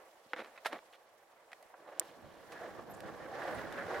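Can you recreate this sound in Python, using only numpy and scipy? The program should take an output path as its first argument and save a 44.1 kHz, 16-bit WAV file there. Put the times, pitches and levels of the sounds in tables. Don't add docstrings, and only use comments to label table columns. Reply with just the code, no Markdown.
import sys
import numpy as np
from scipy import signal
from scipy.fft import rfft, irfft
from scipy.io import wavfile

SR = 44100
rng = np.random.default_rng(int(sys.argv[2]) if len(sys.argv) > 2 else 0)


def to_wav(sig):
    pcm = np.clip(np.atleast_2d(sig), -1, 1) * 32767
    pcm = np.round(pcm).astype(np.int16)
    wavfile.write(sys.argv[1], SR, pcm.T)


N = 176400
T = np.arange(N) / SR
HZ = np.maximum(np.arange(N // 2 + 1) * SR / N, 1)

# time_s, level_db
RUSH_LEVEL = [(0, -69.5), (1.7, -72.5), (1.86, -58), (1.96, -56.5), (2.01, -52), (2.14, -61), (2.3, -57.5),
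              (2.512, -57), (2.525, -48.5), (2.585, -50.5), (2.65, -46.5), (2.72, -53), (2.8, -48.5),
              (2.86, -58.5), (2.9, -52), (3.02, -53), (3.06, -49), (3.14, -50.5), (3.31, -48),
              (3.35, -43.5), (3.43, -42), (3.52, -43.5), (3.62, -43.5), (3.67, -46.5), (3.8, -45),
              (3.86, -49.5), (3.915, -38.5), (4, -41)]
# freq_hz, relative_db
RUSH_SPECTRUM = [(60, -47), (150, -18), (270, -12.5), (338, -0.5), (400, -5.5), (500, 3), (620, -0.5),
                 (765, 0), (933, -6.5), (1140, -4), (1300, -11.5), (1690, -7.5), (2100, -18.5),
                 (2600, -22.5), (4000, -26), (7000, -34.5), (15000, -67)]
# freq_hz, left_right_correlation
RUSH_CORRELATION = [(130, 0.99), (300, 0.98), (640, 0.95), (1400, 0.74), (3100, 0.57), (7000, 0.25)]
# time_s, level_db, sigma_s
RUSH_GUSTS = [(2.68, -51.5, .01), (3.085, -46.5, 0.012), (3.795, -55, 0.013), (3.868, -42.5, 0.0041)]
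# time_s, level_db
RASP_LEVEL = [(0, -81), (2.4, -72.5), (2.55, -61), (2.66, -55), (2.87, -90), (3.03, -64), (3.07, -53.5),
              (3.13, -67), (3.23, -56), (3.3, -57.5), (3.45, -45.5), (3.55, -52), (3.61, -49.5),
              (3.68, -53.5), (3.76, -50), (3.81, -44.5), (3.86, -55), (3.96, -43), (4, -52)]
# freq_hz, relative_db
RASP_SPECTRUM = [(400, -30), (1000, -24.5), (1300, 0), (1650, 2.5), (2050, -2.5), (2500, -14.5),
                 (4000, -23), (9000, -66)]
# time_s, level_db, sigma_s, pitch_hz, half_width_hz
MOUNT_HOOTS = [(2.565, -50.5, 0.0094, 1700, 100), (2.645, -47, 0.025, 679, 110),
               (2.91, -53.5, 0.013, 726, 80), (3.228, -53, 0.0075, 1820, 140), (3.345, -46, 0.014, 778, 36),
               (3.535, -46.5, 0.019, 603, 35), (3.8, -48, 0.025, 554, 12), (3.93, -42.5, 0.03, 495, 43),
               (3.97, -43.5, 0.014, 589, 24)]
# time_s, level_db
BUFFET_LEVEL = [(0, -84), (.9, -94), (1.1, -84), (1.7, -89), (2.0, -75.5), (2.26, -61), (2.42, -66),
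                (2.8, -56), (2.96, -55), (3.2, -55), (3.42, -57), (3.55, -49.5), (3.7, -50.5), (4, -51.5)]
# freq_hz, relative_db
BUFFET_SPECTRUM = [(20, -18), (40, -7), (80, -1.5), (150, 2), (260, 2.5), (400, -1.5), (800, -7.5),
                   (1700, -20.5), (3000, -32), (10000, -92)]
# freq_hz, left_right_correlation
BUFFET_CORRELATION = [(60, -.05), (400, 0.22)]
# time_s, level_db, sigma_s, centre_hz, half_width_hz
PORT_PUFFS = [(1.659, -69.5, 0.004, 150, 120), (2.255, -60.5, 0.014, 162, 150),
              (3.06, -47.5, 0.006, 135, 54.6), (3.52, -49.5, .012, 230, 60), (3.58, -51, .014, 119, 80)]

# start_s, level_db, tilt_db_per_oct, cutoff_hz, rattle_db, decay_s, bass_db, ring_hz
GEAR_KNOCKS = [(0.262, -41.5, -18.5, 3000, 4, 0.0052, -1.5, 250),
               (0.334, -8.5, 4, 2530, -4.5, 0.005, -1, 1490),
               (0.3361, -14, -1.5, 2800, -2.5, 0.008, 2, 502), (.3650, -26.5, -3, 2500, 0, 0.0038, 0, 700),
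               (.3935, -24, -3, 3000, -3, .004, 13, 303), (.4470, -32, 8, 3500, 0, 0.0018, 2, 2600),
               (0.46, -31.5, 3, 4000, -11, .002, 2, 2440), (0.577, -29.5, 5, 3770, 1.5, 0.0064, 0, 2580),
               (0.659, -15, 0, 11000, 0.5, 0.0032, 4, 600), (.6594, -8.5, 0, 7000, -13, 0.0071, -5, 950),
               (0.6669, -15.5, 4.5, 12000, -4, 0.0048, -2, 1335),
               (0.6687, -24, 5, 12000, -1, 0.0046, 12, 1870), (0.7299, -18.5, 4, 3970, 0, 0.0033, 12, 3100),
               (.79, -34, 3, 3500, -3, 0.0022, 0, 2300), (1.518, -36.5, 4, 9000, 8, 0.0047, -5, 730),
               (1.531, -31, 3.5, 9100, 7, 0.003, -6, 730), (1.6270, -41.5, 10, 12000, 1, 0.0033, 0, 2030),
               (1.74, -36.5, 0.5, 1170, 11, 0.0098, -11, 740),
               (2.0160, -31, 0.5, 1600, 8.5, 0.0035, -6, 503), (2.521, -32, 5, 12000, 9, 0.011, 5, 1210),
               (3.005, -38, 7.5, 14000, 10, 0.0022, 0, 3060), (3.5900, -35, 6, 12000, -1, .004, 0, 3480),
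               (3.7250, -34, 7, 12000, 7, 0.0033, 0, 3000)]
# start_s, level_db, attack_s, hold_s, decay_s, tilt_db_per_oct, bass_db
SCUFFS_AND_GUSTS = [(0.36, -46, 0.0026, 0.019, 0.013, -0.5, 6),
                    (0.385, -44.5, 0.0057, 0.014, 0.014, -.5, 15), (0.413, -50, .004, .005, 0.0037, -5, -6),
                    (0.435, -59.5, .005, 0.024, 0.054, 0.5, 16.5),
                    (0.556, -59.5, 0.0017, 0.01, 0.008, 1, -9), (0.647, -43, 0.002, 0.005, 0.004, 3, 3),
                    (0.657, -44.5, 0.002, 0.008, 0.017, 6, 10),
                    (0.653, -38.5, 0.0025, 0.012, 0.0033, 1, -1),
                    (0.683, -54, 0.0036, 0.018, 0.0064, -4, -2),
                    (0.71, -47.5, 0.0037, 0.0085, .004, -1.5, 6),
                    (0.723, -42.5, 0.002, 0.0083, 0.0074, 0.5, 16),
                    (0.739, -45.5, 0.0036, 0.017, 0.013, -3, 5),
                    (0.93, -63.5, .003, 0.025, 0.0064, 2.5, -8),
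                    (1.873, -53.5, 0.0038, 0.019, 0.0061, -4, -14),
                    (1.913, -52.5, 0.0068, 0.0078, .008, -5, -12)]
# centre_hz, width_hz, gain_db
SCUFF_RESONANCES = [(2330, 140, 2), (3100, 330, -0.5), (3900, 610, 6)]
# freq_hz, relative_db
GEAR_SPECTRUM = [(50, -69), (110, -27.5), (200, -14), (330, -8.5), (540, 5), (900, 1.5), (1300, 1.5),
                 (1850, 2), (2900, -8.5), (4000, -14.5), (5500, -21.5), (8000, -28), (12000, -29.5),
                 (16000, -47)]
# freq_hz, left_right_correlation
GEAR_CORRELATION = [(150, 0.99), (600, 0.95), (2000, 0.98), (8000, 0.46)]
# start_s, level_db
SNAP_PULSES = [(1.9968, -3.5), (1.9975, -19), (1.9999, -23), (2.0008, -24)]
# freq_hz, left_relative_db, right_relative_db
DUCT_SPECTRA = [(300, -41, -41), (2000, -15, -20), (3720, -17.5, -5), (4570, -15, -13), (5500, 1.5, -11),
                (6900, -11, 8), (8300, 7.5, 8.5), (9900, -6, 5.5), (11000, -23, -12), (11200, -4.5, -9),
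                (13900, -12, -2), (14900, -18, -1), (16000, -28, -23)]
# time_s, level_db, sigma_s, pitch_hz, half_width_hz
BOARD_HUMS = [(.684, -51, .005, 670, 50), (.699, -51, 0.0078, 685, 49.7), (.746, -45, 0.0069, 684, 45),
              (.769, -52, .005, 656, 45)]

# time_s, level_db
WHEEL_LEVEL = [(0, -58), (.12, -64.5), (.3, -63.5), (.48, -61.5), (.62, -61.5), (.85, -62.5), (1.05, -66),
               (1.42, -64.5), (1.68, -63), (2.1, -65), (4, -76)]
# freq_hz, relative_db
WHEEL_SPECTRUM = [(30, -29.5), (60, -22), (120, -25.5), (280, -20.5), (370, -12), (470, -5), (590, -1.5),
                  (720, -2.5), (880, -4), (1200, -9), (1550, -15.5), (1900, -12), (2700, -22.5),
                  (4000, -50), (8000, -60.5)]
# freq_hz, left_right_correlation
WHEEL_CORRELATION = [(100, 0.37), (300, 0.9), (700, 0.85), (2000, 0.27), (5000, .4)]
# time_s, level_db, sigma_s
SUIT_CREAKS = [(0.311, -69.5, 0.017), (0.415, -63, 0.01), (0.459, -71, .014), (0.583, -65, 0.003),
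               (0.788, -65, 0.0047), (.938, -60, 0.0094), (.96, -64, .005), (1.903, -83, 0.053),
               (2.048, -66.5, 0.059), (2.32, -71, 0.088), (3.588, -55.5, 0.0067)]
# time_s, level_db, sigma_s, centre_hz, half_width_oct
FABRIC_SWISHES = [(2.912, -61, 0.01, 12200, 0.13), (2.946, -61.5, 0.0063, 7600, 0.36),
                  (2.971, -67, 0.0045, 9900, 0.34), (3.549, -58, 0.0042, 9500, .04)]
# time_s, level_db
HISS_LEVEL = [(0, -69.5), (.3, -70.5), (.75, -68), (1.05, -73), (1.45, -73), (1.6, -70), (1.75, -73),
              (1.98, -71.5), (2.06, -65.5), (2.2, -71), (2.38, -70), (2.58, -65), (2.8, -69), (3.3, -66.5),
              (3.57, -59.5), (3.67, -65), (4, -61)]
# freq_hz, relative_db
HISS_SPECTRUM = [(1000, -8), (3000, 3.5), (5500, -1.5), (7000, -2.5), (10000, -4.5), (12200, -3),
                 (14000, -10.5), (16000, -7.5)]
# freq_hz, left_right_correlation
HISS_CORRELATION = [(3000, 0.13), (12000, 0.025)]
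# centre_hz, width_hz, gain_db
HOUSING_RESONANCES = [(318.5, 13.6, 3.5), (513, 6, 0.5), (582, 8.3, 2), (1150, 16, 4), (1450, 25, 1),
                      (1630, 23, -0.5), (2700, 23, -4.5), (3790, 64, -3.5), (5470, 140, 3)]


def wind():
    rush = turbulence(RUSH_SPECTRUM, RUSH_CORRELATION, shared_db=1.5, octave_db=1.56, flutter_hz=69)
    rasp = turbulence(RASP_SPECTRUM, RUSH_CORRELATION, shared_db=2.5, octave_db=2.5, flutter_hz=55)
    rush_gain = np.hypot(level(RUSH_LEVEL), swells(RUSH_GUSTS))
    return (rush_gain * rush + level(RASP_LEVEL) * rasp) * pan(-2.5)


def hoots():
    return resonant_swells(MOUNT_HOOTS) * pan(-2.5)


def buffeting():
    puffs = np.vstack([resonant_swells(PORT_PUFFS), resonant_swells(PORT_PUFFS)])
    rumble = turbulence(BUFFET_SPECTRUM, BUFFET_CORRELATION, shared_db=0.5, octave_db=2.5, flutter_hz=35)
    return (puffs + level(BUFFET_LEVEL) * rumble) * pan(-4)


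def knocks(ring_width_hz=130, ring_db=8):
    rattle = spread(rng.standard_normal((2, N)), GEAR_CORRELATION)
    out = 0
    for start_s, level_db, tilt_db_per_oct, cutoff_hz, rattle_db, decay_s, bass_db, ring_hz in GEAR_KNOCKS:
        envelope = (T > start_s) * np.exp(-abs(T - start_s) / decay_s)
        unit_energy = np.sqrt(2 / (decay_s * SR))
        force = rattle * envelope * unit_energy * from_db(rattle_db)
        force[:, int(start_s * SR)] += 1
        cushion_db = -10 * np.log10(1 + (HZ / cutoff_hz) ** 4)
        part_db = peaks_db([(ring_hz, ring_width_hz, ring_db)])
        out += from_db(level_db) * colour(force, gear_db(tilt_db_per_oct, bass_db) + cushion_db + part_db)
    return out


def scuffs_and_gusts(grains_per_s=2200, scatter_db=2.5):
    grains = (rng.random((2, N)) < grains_per_s / SR) * rng.choice([-1, 1], (2, N))
    strength = from_db(scatter_db * np.minimum(rng.exponential(1, (2, N)), 3))
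    noise = unit_rms(spread(grains * strength, GEAR_CORRELATION))
    out = 0
    for start_s, level_db, attack_s, hold_s, decay_s, tilt_db_per_oct, bass_db in SCUFFS_AND_GUSTS:
        rise = np.clip((T - start_s) / attack_s, 0, 1)
        fall = np.exp(-np.maximum(T - start_s - attack_s - hold_s, 0) / decay_s)
        shape_db = gear_db(tilt_db_per_oct, bass_db) + peaks_db(SCUFF_RESONANCES)
        out += from_db(level_db) * colour(noise * rise * fall, shape_db)
    return out


def snap():
    force = np.zeros(N)
    for start_s, level_db in SNAP_PULSES:
        force[int(start_s * SR)] += from_db(level_db)
    ducts = np.array(DUCT_SPECTRA)
    left_db, right_db = at_hz(ducts[:, [0, 1]]), at_hz(ducts[:, [0, 2]])
    return np.vstack([colour(force, left_db), colour(force, right_db)]) * pan(-4.2)


def hums():
    return resonant_swells(BOARD_HUMS)


def wheels():
    roar = turbulence(WHEEL_SPECTRUM, WHEEL_CORRELATION, shared_db=0.6, octave_db=2, flutter_hz=29.2)
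    return level(WHEEL_LEVEL) * roar * pan(-2.5)


def creaks(grains_per_s=1100, low_hz=2020, high_hz=4220, decay_cycles=4):
    pitches_hz = np.geomspace(low_hz, high_hz, 12)
    onsets = rng.random((len(pitches_hz), N)) < grains_per_s / len(pitches_hz) / SR
    grains = onsets * rng.standard_normal(N)
    out = 0
    for clicks, pitch_hz in zip(grains, pitches_hz):
        radius = np.exp(-pitch_hz / decay_cycles / SR)
        angle_rad = 2 * np.pi * pitch_hz / SR
        out += signal.lfilter([1, 0, -1], [1, -2 * radius * np.cos(angle_rad), radius ** 2], clicks + 1e-18)
    return unit_rms(out) * swells(SUIT_CREAKS)


def swishes():
    noise = spread(rng.standard_normal((2, N)), GEAR_CORRELATION)
    out = 0
    for time_s, level_db, sigma_s, centre_hz, half_width_oct in FABRIC_SWISHES:
        shape_db = -20 * np.log10(1 + (np.log2(HZ / centre_hz) / half_width_oct) ** 2)
        out += from_db(level_db) * colour(noise * swell(time_s, sigma_s), shape_db)
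    return out


def hiss():
    noise = turbulence(HISS_SPECTRUM, HISS_CORRELATION, shared_db=0.5, octave_db=-1.6, flutter_hz=39.4)
    return level(HISS_LEVEL) * noise * pan(-2)


def road_echo(x, delay_s=0.0036, gain_db=-19):
    return x + from_db(gain_db) * irfft(rfft(x) * np.exp(-2j * np.pi * HZ * delay_s), N)


def gear_db(tilt_db_per_oct, bass_db, thud_hz=270):
    octaves = np.log2(np.maximum(HZ, 100) / 1000)
    thud = np.exp(-2 * np.log2(HZ / thud_hz) ** 2)
    return at_hz(GEAR_SPECTRUM) + tilt_db_per_oct * octaves + bass_db * thud


def turbulence(spectrum, correlation, shared_db, octave_db, flutter_hz):
    noise = spread(rng.standard_normal((2, N)), correlation)
    bins = rfft(noise) * from_db(at_hz(spectrum))
    octave = np.clip(np.log2(HZ / 62.5), 0, 8)
    together_db = shared_db * drift(flutter_hz)
    out = 0
    for k in range(9):
        band = irfft(bins * np.maximum(1 - abs(octave - k), 0), N)
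        out += band * from_db(together_db + octave_db * drift(flutter_hz))
    return unit_rms(out)


def resonant_swells(table, flutter_db=2.5, flutter_hz=37):
    flutter = from_db(flutter_db * drift(flutter_hz))
    out = 0
    for time_s, level_db, sigma_s, centre_hz, half_width_hz in table:
        tone = unit_rms(narrow_noise(centre_hz, half_width_hz) * flutter)
        out += from_db(level_db) * swell(time_s, sigma_s) * tone
    return out


def narrow_noise(centre_hz, half_width_hz):
    band = 1 / (1 + ((HZ - centre_hz) / half_width_hz) ** 4)
    noise = irfft(rfft(rng.standard_normal(N)) * band, N)
    evened = np.cos(np.angle(signal.hilbert(noise)))
    return unit_rms(irfft(rfft(evened) * band, N))


def colour(x, shape_db):
    cepstrum = irfft(np.log(unit_rms(from_db(shape_db)) + 1e-7), N)
    cepstrum[1:N // 2] *= 2
    cepstrum[N // 2 + 1:] = 0
    response = irfft(np.exp(rfft(cepstrum)), N)[:N // 10]
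    return signal.oaconvolve(np.atleast_2d(x), response[None], axes=1)[:, :N]


def spread(pair, correlation):
    alike = np.clip(at_hz(correlation), -.99, .99)
    mid, side = rfft(pair)
    return irfft(np.sqrt((1 + alike) / 2) * mid + np.sqrt((1 - alike) / 2) * side * [[1], [-1]], N)


def drift(rate_hz):
    return unit_rms(irfft(rfft(rng.standard_normal(N)) / (1 + (HZ / rate_hz) ** 2), N))


def peaks_db(table):
    return sum(gain_db / (1 + (2 * (HZ - centre_hz) / width_hz) ** 2)
               for centre_hz, width_hz, gain_db in table)


def swell(time_s, sigma_s):
    return np.exp(-.5 * ((T - time_s) / sigma_s) ** 2)


def swells(table):
    return sum(from_db(level_db) * swell(time_s, sigma_s) for time_s, level_db, sigma_s in table)


def level(curve):
    return from_db(np.interp(T, *np.transpose(curve)))


def at_hz(points):
    freq_hz, value = np.transpose(points)
    return np.interp(np.log(HZ), np.log(freq_hz), value)


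def pan(left_minus_right_db):
    return from_db([[left_minus_right_db / 2], [-left_minus_right_db / 2]])


def from_db(db):
    return 10 ** (np.asarray(db) / 20)


def unit_rms(x):
    return x / np.sqrt(np.mean(x ** 2) + 1e-20)


def scene():
    events = road_echo(knocks() + scuffs_and_gusts() + hums() + swishes() + creaks()) * pan(-2)
    outside = events + wheels() + wind() + buffeting() + hiss() + hoots()
    return colour(outside, peaks_db(HOUSING_RESONANCES)) + snap()


def record(dry, cutoff_hz=16100):
    return signal.sosfilt(signal.ellip(10, .1, 80, cutoff_hz, fs=SR, output="sos"), dry)


dry = scene()
out = record(dry)
to_wav(out)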